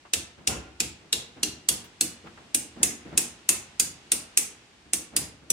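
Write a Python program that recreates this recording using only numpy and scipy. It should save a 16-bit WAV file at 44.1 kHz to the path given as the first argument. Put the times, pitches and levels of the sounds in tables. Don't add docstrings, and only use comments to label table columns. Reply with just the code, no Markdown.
import sys
import numpy as np
from scipy import signal
from scipy.fft import rfft, irfft
from scipy.io import wavfile
from scipy.ndimage import uniform_filter1d

SR = 44100
rng = np.random.default_rng(int(sys.argv[2]) if len(sys.argv) > 2 else 0)


def to_wav(s):
    ch = np.atleast_2d(s).T
    pcm = np.round(np.clip(ch, -1, 1) * 32767)
    wavfile.write(sys.argv[1], SR, pcm.astype(np.int16))


N = 243431
SIZE = 32768
T, HZ = np.arange(SIZE) / SR, np.fft.rfftfreq(SIZE, 1 / SR)

# f/Hz, level/dB
HISS_COLOUR = [(15, -45.5), (25, -11), (70, -1), (249, -3.5), (354, -2.5), (531, -11), (840, -7),
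               (962, -10), (1520, -9.5), (2760, -8.5), (8140, -18.5), (9840, -25), (14400, -45),
               (16000, -54.5)]
# t/s, level/dB
HISS_LEVELS = [(0, -55), (.4, -56), (2.4, -52), (4.399, -51), (4.801, -54.5), (5.5, -56)]
# f/Hz, likeness/0-1
LIKENESS = [(60, .97), (300, 0.84), (600, .5), (1200, 0.15), (3000, 0.02), (12000, 0)]
# f/Hz, t60/s
ECHO_T60 = [(100, 0.45), (400, 0.6), (1200, 0.65), (2700, 0.5), (5000, 0.41), (8500, 0.29), (13000, 0.21)]
# f/Hz, level/dB
ECHO_COLOUR = [(300, 11), (1000, 4), (3000, -2.5), (6000, -1), (9000, 0.5), (14000, 4)]

# t/s, level/dB, rise/s, brightness/dB per octave
RUSTLES = [(.048, -44.5, .006, -2.5), (1.84, -45, 0.0037, 9.5), (2.255, -42.5, .018, 2),
           (2.373, -43, .002, -2)]
# f/Hz, level/dB
RUSTLE_COLOUR = [(200, -19), (700, -1.5), (1200, 1), (2000, -6), (3200, -12.5), (6000, -32), (14000, -46)]
# t/s, level/dB
BUMPS = [(0.366, -46.5), (0.999, -52), (1.355, -43.5), (1.695, -42), (2.229, -45.5), (2.382, -49.5),
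         (2.754, -41.5), (2.795, -38), (3.045, -40.5), (3.11, -39), (4.841, -53), (5.119, -42),
         (5.17, -44.5), (5.408, -51.5)]
# f/Hz, level/dB
BUMP_COLOUR = [(30, -27.5), (65, 1.5), (100, -10), (170, -0.5), (330, -5), (550, -12.5), (900, -15.5),
               (2000, -21), (5000, -40), (10000, -56)]
# f/Hz, height/dB
HUM_TONES = [(345, 19.5), (575, 19.5), (770, 8)]
# f/Hz, level/dB
THUD_COLOUR = [(30, -38.5), (62, 7.5), (110, -5.5), (350, -3.5), (550, -10.5), (900, -16), (1500, -18),
               (2800, -16), (5000, -41), (10000, -55.5)]
# f/Hz, height/dB
THUD_TONES = [(759, 11.5), (1030, 7), (1410, 12), (2640, 3), (3130, 4.5)]
# f/Hz, level/dB
WALL_COLOUR = [(25, -30), (45, -13.5), (68, 6.5), (100, 1), (170, 2), (260, -10), (500, -52)]
# f/Hz, level/dB, t60/s
BOX_TONES = [(188.8, -8.5, 0.43), (239.5, -8, 0.6), (300.5, -0.5, 0.16), (335.9, -1, .22),
             (436.2, -2.5, 0.087), (475, -6, 0.093), (759, -11, 0.1), (2614, -14, 0.45),
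             (2840, -10.5, 0.62)]

# f/Hz, level/dB
CASE_COLOUR = [(150, -31), (500, -18.5), (1000, -19.5), (1700, -14.5), (2500, -10), (4500, -7.5),
               (6500, -2.5), (9700, -2), (11000, -7.5), (13000, -12.5), (15500, -18), (16500, -40.5)]
# f/Hz, height/dB
DOUBLE_MODES = [(2830, 7), (3740, 3.5), (6890, 4.5), (7580, 6)]
# f/Hz, height/dB
SINGLE_MODES = [(2660, 4.9), (3650, 3.3), (6450, 1.3), (7940, 3.2), (8780, 2.5), (9580, 6.2)]
# case tones, fizz above 10 kHz/dB, lever slide/dB, left over right/dB
DOUBLE = (DOUBLE_MODES, -2.3, -18, -0.2)
SINGLE = (SINGLE_MODES, 0.3, -22, -0.7)
# t/s, kind, snap/dB, mid-range clack/dB, lower ring/Hz, upper ring/Hz, box knock/dB, wall boom/dB
FLIPS = [(0.136, DOUBLE, -22.5, 5, 2640, 8450, -44, -48), (0.474, DOUBLE, -23.5, 3, 2640, 5630, -41.5, -50),
         (0.803, DOUBLE, -24.5, 4.5, 2545, 7590, -41, -47), (1.128, DOUBLE, -25, 6, 3770, 3950, -43, -51.5),
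         (1.432, DOUBLE, -25, 5, 4140, 5990, -38.5, -50.5),
         (1.688, SINGLE, -20, -1.5, 3370, 4500, -45.5, -50.5),
         (2.01, SINGLE, -20, -2.5, 4270, 7920, -38, -51), (2.5467, SINGLE, -20.5, -3, 8340, 9490, -40, -53),
         (2.831, SINGLE, -17, -4, 2143, 6610, -38.5, -52.5),
         (3.1763, SINGLE, -18, -2, 2590, 7040, -42.5, -54.5),
         (3.491, SINGLE, -16, -2.5, 2587, 6700, -42.5, -52),
         (3.798, SINGLE, -19, -3.5, 4850, 7080, -44.5, -51.5),
         (4.119, SINGLE, -19.5, 0, 8770, 9550, -42.5, -56),
         (4.374, SINGLE, -17.5, -3, 2400, 9320, -45.5, -60),
         (4.934, SINGLE, -22, -1.5, 2587, 8360, -42, -53.5),
         (5.165, SINGLE, -21.5, -0.5, 4820, 10450, -40.5, -46.5),
         (5.503, SINGLE, -22.5, -5.5, 5920, 10600, -39.5, -45)]


def amp(db):
    return 10 ** (np.asarray(db) / 20)


def unit(x):
    return x / np.sqrt(np.mean(np.sum(x ** 2, -1)) + 1e-20)


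def curve(points, hz=HZ):
    f, value = np.transpose(points)
    return np.interp(np.log(hz + 1), np.log(f + 1), value)


def peaks(tones, width_hz):
    return sum(db / (1 + (2 * (HZ - hz) / width_hz) ** 2) for hz, db in tones)


def wiggle(shape, width):
    x = uniform_filter1d(uniform_filter1d(rng.standard_normal(shape), width), width)
    return x / x.std()


def add(mix, s, sound):
    part = mix[:, round(s * SR):][:, :sound.shape[1]]
    part += sound[:, :part.shape[1]]


def stereo(a, b, likeness):
    mid, side = np.sqrt((1 + likeness) / 2) * a, np.sqrt((1 - likeness) / 2) * b
    return np.array([mid + side, mid - side])


def wide_noise(colour_db, size=SIZE):
    white = rfft(rng.standard_normal((2, size)))
    spectrum = stereo(*white, curve(LIKENESS, np.fft.rfftfreq(size, 1 / SR)))
    x = irfft(spectrum * amp(colour_db), size)
    return x / x.std()


def hiss():
    level_db = np.interp(np.arange(N) / SR, *np.transpose(HISS_LEVELS))
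    return amp(level_db) * wide_noise(curve(HISS_COLOUR, np.fft.rfftfreq(N, 1 / SR)), N)


def room_echo(build_s=0.014):
    hz, t, bands = signal.stft(wide_noise(curve(ECHO_COLOUR)), SR, nperseg=256)
    fade = amp(-60 * t / curve(ECHO_T60, hz)[:, None])
    tail = signal.istft(bands * fade, SR, nperseg=256)[1][:, :SIZE]
    return unit(tail * (1 - np.exp(-T / build_s)))


def tilt(db_per_octave):
    return db_per_octave * np.log2(HZ + 20)


def low_hum(level_db=-67.1, rise_s=0.145):
    swell = T / rise_s * np.exp(1 - T / rise_s)
    colour = curve(BUMP_COLOUR) + peaks(HUM_TONES, width_hz=95) + tilt(0.5)
    return amp(level_db) * swell * wide_noise(colour)


def soft_contact(colour_db, level_db, rise_s, t60):
    swell = np.minimum(T / rise_s, 1) * amp(-60 * np.maximum(T - rise_s, 0) / t60)
    return amp(level_db) * swell * wide_noise(colour_db)


def rustle(level_db, rise_s, brightness):
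    return soft_contact(curve(RUSTLE_COLOUR) + tilt(brightness), level_db, rise_s, t60=0.13)


def bump(level_db):
    box_db = peaks([(hz, 7) for hz, _, _ in BOX_TONES], width_hz=4.2)
    return soft_contact(curve(BUMP_COLOUR) + box_db + tilt(0.71), level_db, rise_s=0.02, t60=0.71)


def thud():
    colour = curve(THUD_COLOUR) + peaks(THUD_TONES, width_hz=88)
    return soft_contact(colour, level_db=-31, rise_s=0.029, t60=0.68)


def knock(box_db, wall_db, box_gain_db=33, wall_gain_db=38, boom_rise_s=0.041, boom_t60=0.55):
    ring = np.zeros(SIZE)
    for hz, db, t60 in BOX_TONES:
        louder, detune, phase = rng.standard_normal(3)
        tone = np.sin(2 * np.pi * (hz * (1 + 0.015 * detune) * T + phase))
        ring += amp(db + 1.9 * louder - 60 * T / t60) * tone
    ring = unit(ring * (1 - np.exp(-T / 0.0029)))
    onset = ring * np.exp(-T / 0.0064)
    echo = unit(signal.fftconvolve(room_echo(), onset[None], axes=1)[:, :SIZE])
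    swell = (1 - np.exp(-T / boom_rise_s)) * amp(-60 * T / boom_t60)
    boom = unit(wide_noise(curve(WALL_COLOUR)) * swell)
    return amp(box_db + box_gain_db) * (ring + amp(-3) * echo) + amp(wall_db + wall_gain_db) * boom


def snap(delay_s):
    wander = wiggle((3, len(HZ)), width=350)
    scatter = 0.0002445 * wander[0] + 0.000165 * wander[1:]
    slowness = np.sqrt(8000 / (HZ + 500))
    arrival_s = delay_s + 0.000693 * slowness + slowness ** 2 * scatter
    return irfft(np.exp(-2j * np.pi * np.cumsum(arrival_s, 1) * SR / SIZE))


def rattle(t60=0.068, rise_s=0.0012):
    impacts = rng.standard_normal((2, SIZE)) * amp(3.3 * rng.standard_normal(SIZE))
    swell = (1 - np.exp(-T / rise_s)) * amp(-60 * T / t60)
    return unit(stereo(*impacts, likeness=0.29) * swell)


def case_colour(modes, clack_db, fizz_db, rings, sharpness):
    clack = clack_db * curve([(900, 0.68), (2400, 0.68), (4500, 0.97), (6500, 0.036)])
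    fizz = fizz_db * np.clip((HZ - 10000) / 1500, 0, 1)
    ringing = np.maximum(peaks(modes, width_hz=330), peaks(rings, width_hz=300))
    blurred = uniform_filter1d(ringing, size=1100)
    colour = curve(CASE_COLOUR) + clack + fizz + blurred + sharpness * (ringing - blurred)
    bright = (HZ > 6000) & (HZ < 10500)
    return colour - 10 * np.log10(np.mean(amp(colour) ** 2 * bright))


def ringing_body(colour_db):
    log_gain = np.log(amp(np.r_[colour_db, colour_db[-2:0:-1]]))
    return np.exp(np.conj(signal.hilbert(log_gain)))[:len(colour_db)]


def breaker(kind, level_db, clack_db, lower_hz, upper_hz, slide_s, echo_db=-4, gain_db=29.5):
    modes, fizz_db, slide_db, pan_db = kind
    rings = [(lower_hz, 10.5), (upper_hz, 8.5)]  # f/Hz, height/dB
    lead = round(slide_s * SR)
    slide = unit(rng.standard_normal((2, SIZE)) * np.exp(-abs(T - slide_s) / 0.0051) * (T < slide_s))
    bounce = snap(delay_s=0.0028 * np.exp(0.3 * rng.standard_normal()))
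    loose_parts = rattle()
    blow = unit(snap(0) + amp(-7.5) * bounce + amp(-1) * loose_parts)
    drive = amp(slide_db) * slide + np.roll(blow, lead, axis=1)
    ripple_db = 2.08 * wiggle(len(HZ), width=45)
    direct_colour = ripple_db + case_colour(modes, clack_db, fizz_db, rings, sharpness=1)
    direct = rfft(drive) * ringing_body(direct_colour)
    echo_colour = ripple_db + case_colour(modes, clack_db, fizz_db, rings, sharpness=0.48)
    echo = rfft(np.roll(room_echo(), lead, axis=1)) * amp(echo_db + echo_colour)
    fade_out = np.clip((T[-1] - T) / 0.1, 0, 1)
    pan = amp([[pan_db / 2], [-pan_db / 2]])
    return amp(level_db + gain_db) * pan * irfft(direct + echo) * fade_out


def scene(slide_s=0.0034):
    mix = hiss()
    for s, *switch, box_db, wall_db in FLIPS:
        add(mix, s - slide_s, breaker(*switch, slide_s))
        add(mix, s, knock(box_db, wall_db))
    add(mix, FLIPS[1][0], thud())
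    for s, level_db in BUMPS:
        add(mix, s, bump(level_db))
    add(mix, 0, low_hum())
    for s, *touch in RUSTLES:
        add(mix, s, rustle(*touch))
    return mix


def suppress_noise(x, depth_db=2.5, open_db=17):
    bands = signal.stft(x, SR, nperseg=512)[2]
    power = np.mean(abs(bands) ** 2, 0)
    power = uniform_filter1d(uniform_filter1d(power, size=9, axis=0), size=3, axis=1)
    level_db = 10 * np.log10(abs(power) + 1e-20)
    above_floor_db = level_db - np.percentile(level_db, 20, axis=1, keepdims=True)
    shut = np.clip(2 * (1 - above_floor_db / open_db), 0, 1)
    return signal.istft(bands * amp(-depth_db * shut), SR, nperseg=512)[1][:, :N]


def record(dry, low_cut_hz=44, high_cut_hz=16300):
    low_cut = signal.butter(3, low_cut_hz, "highpass", fs=SR, output="sos")
    x = suppress_noise(signal.sosfilt(low_cut, dry))
    rounded = x / (1 + x ** 6) ** (1 / 6)
    high_cut = signal.firwin(301, high_cut_hz, window=("kaiser", 9), fs=SR)
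    return signal.oaconvolve(rounded, high_cut[None], "same")


dry = scene()
out = record(dry)
to_wav(out)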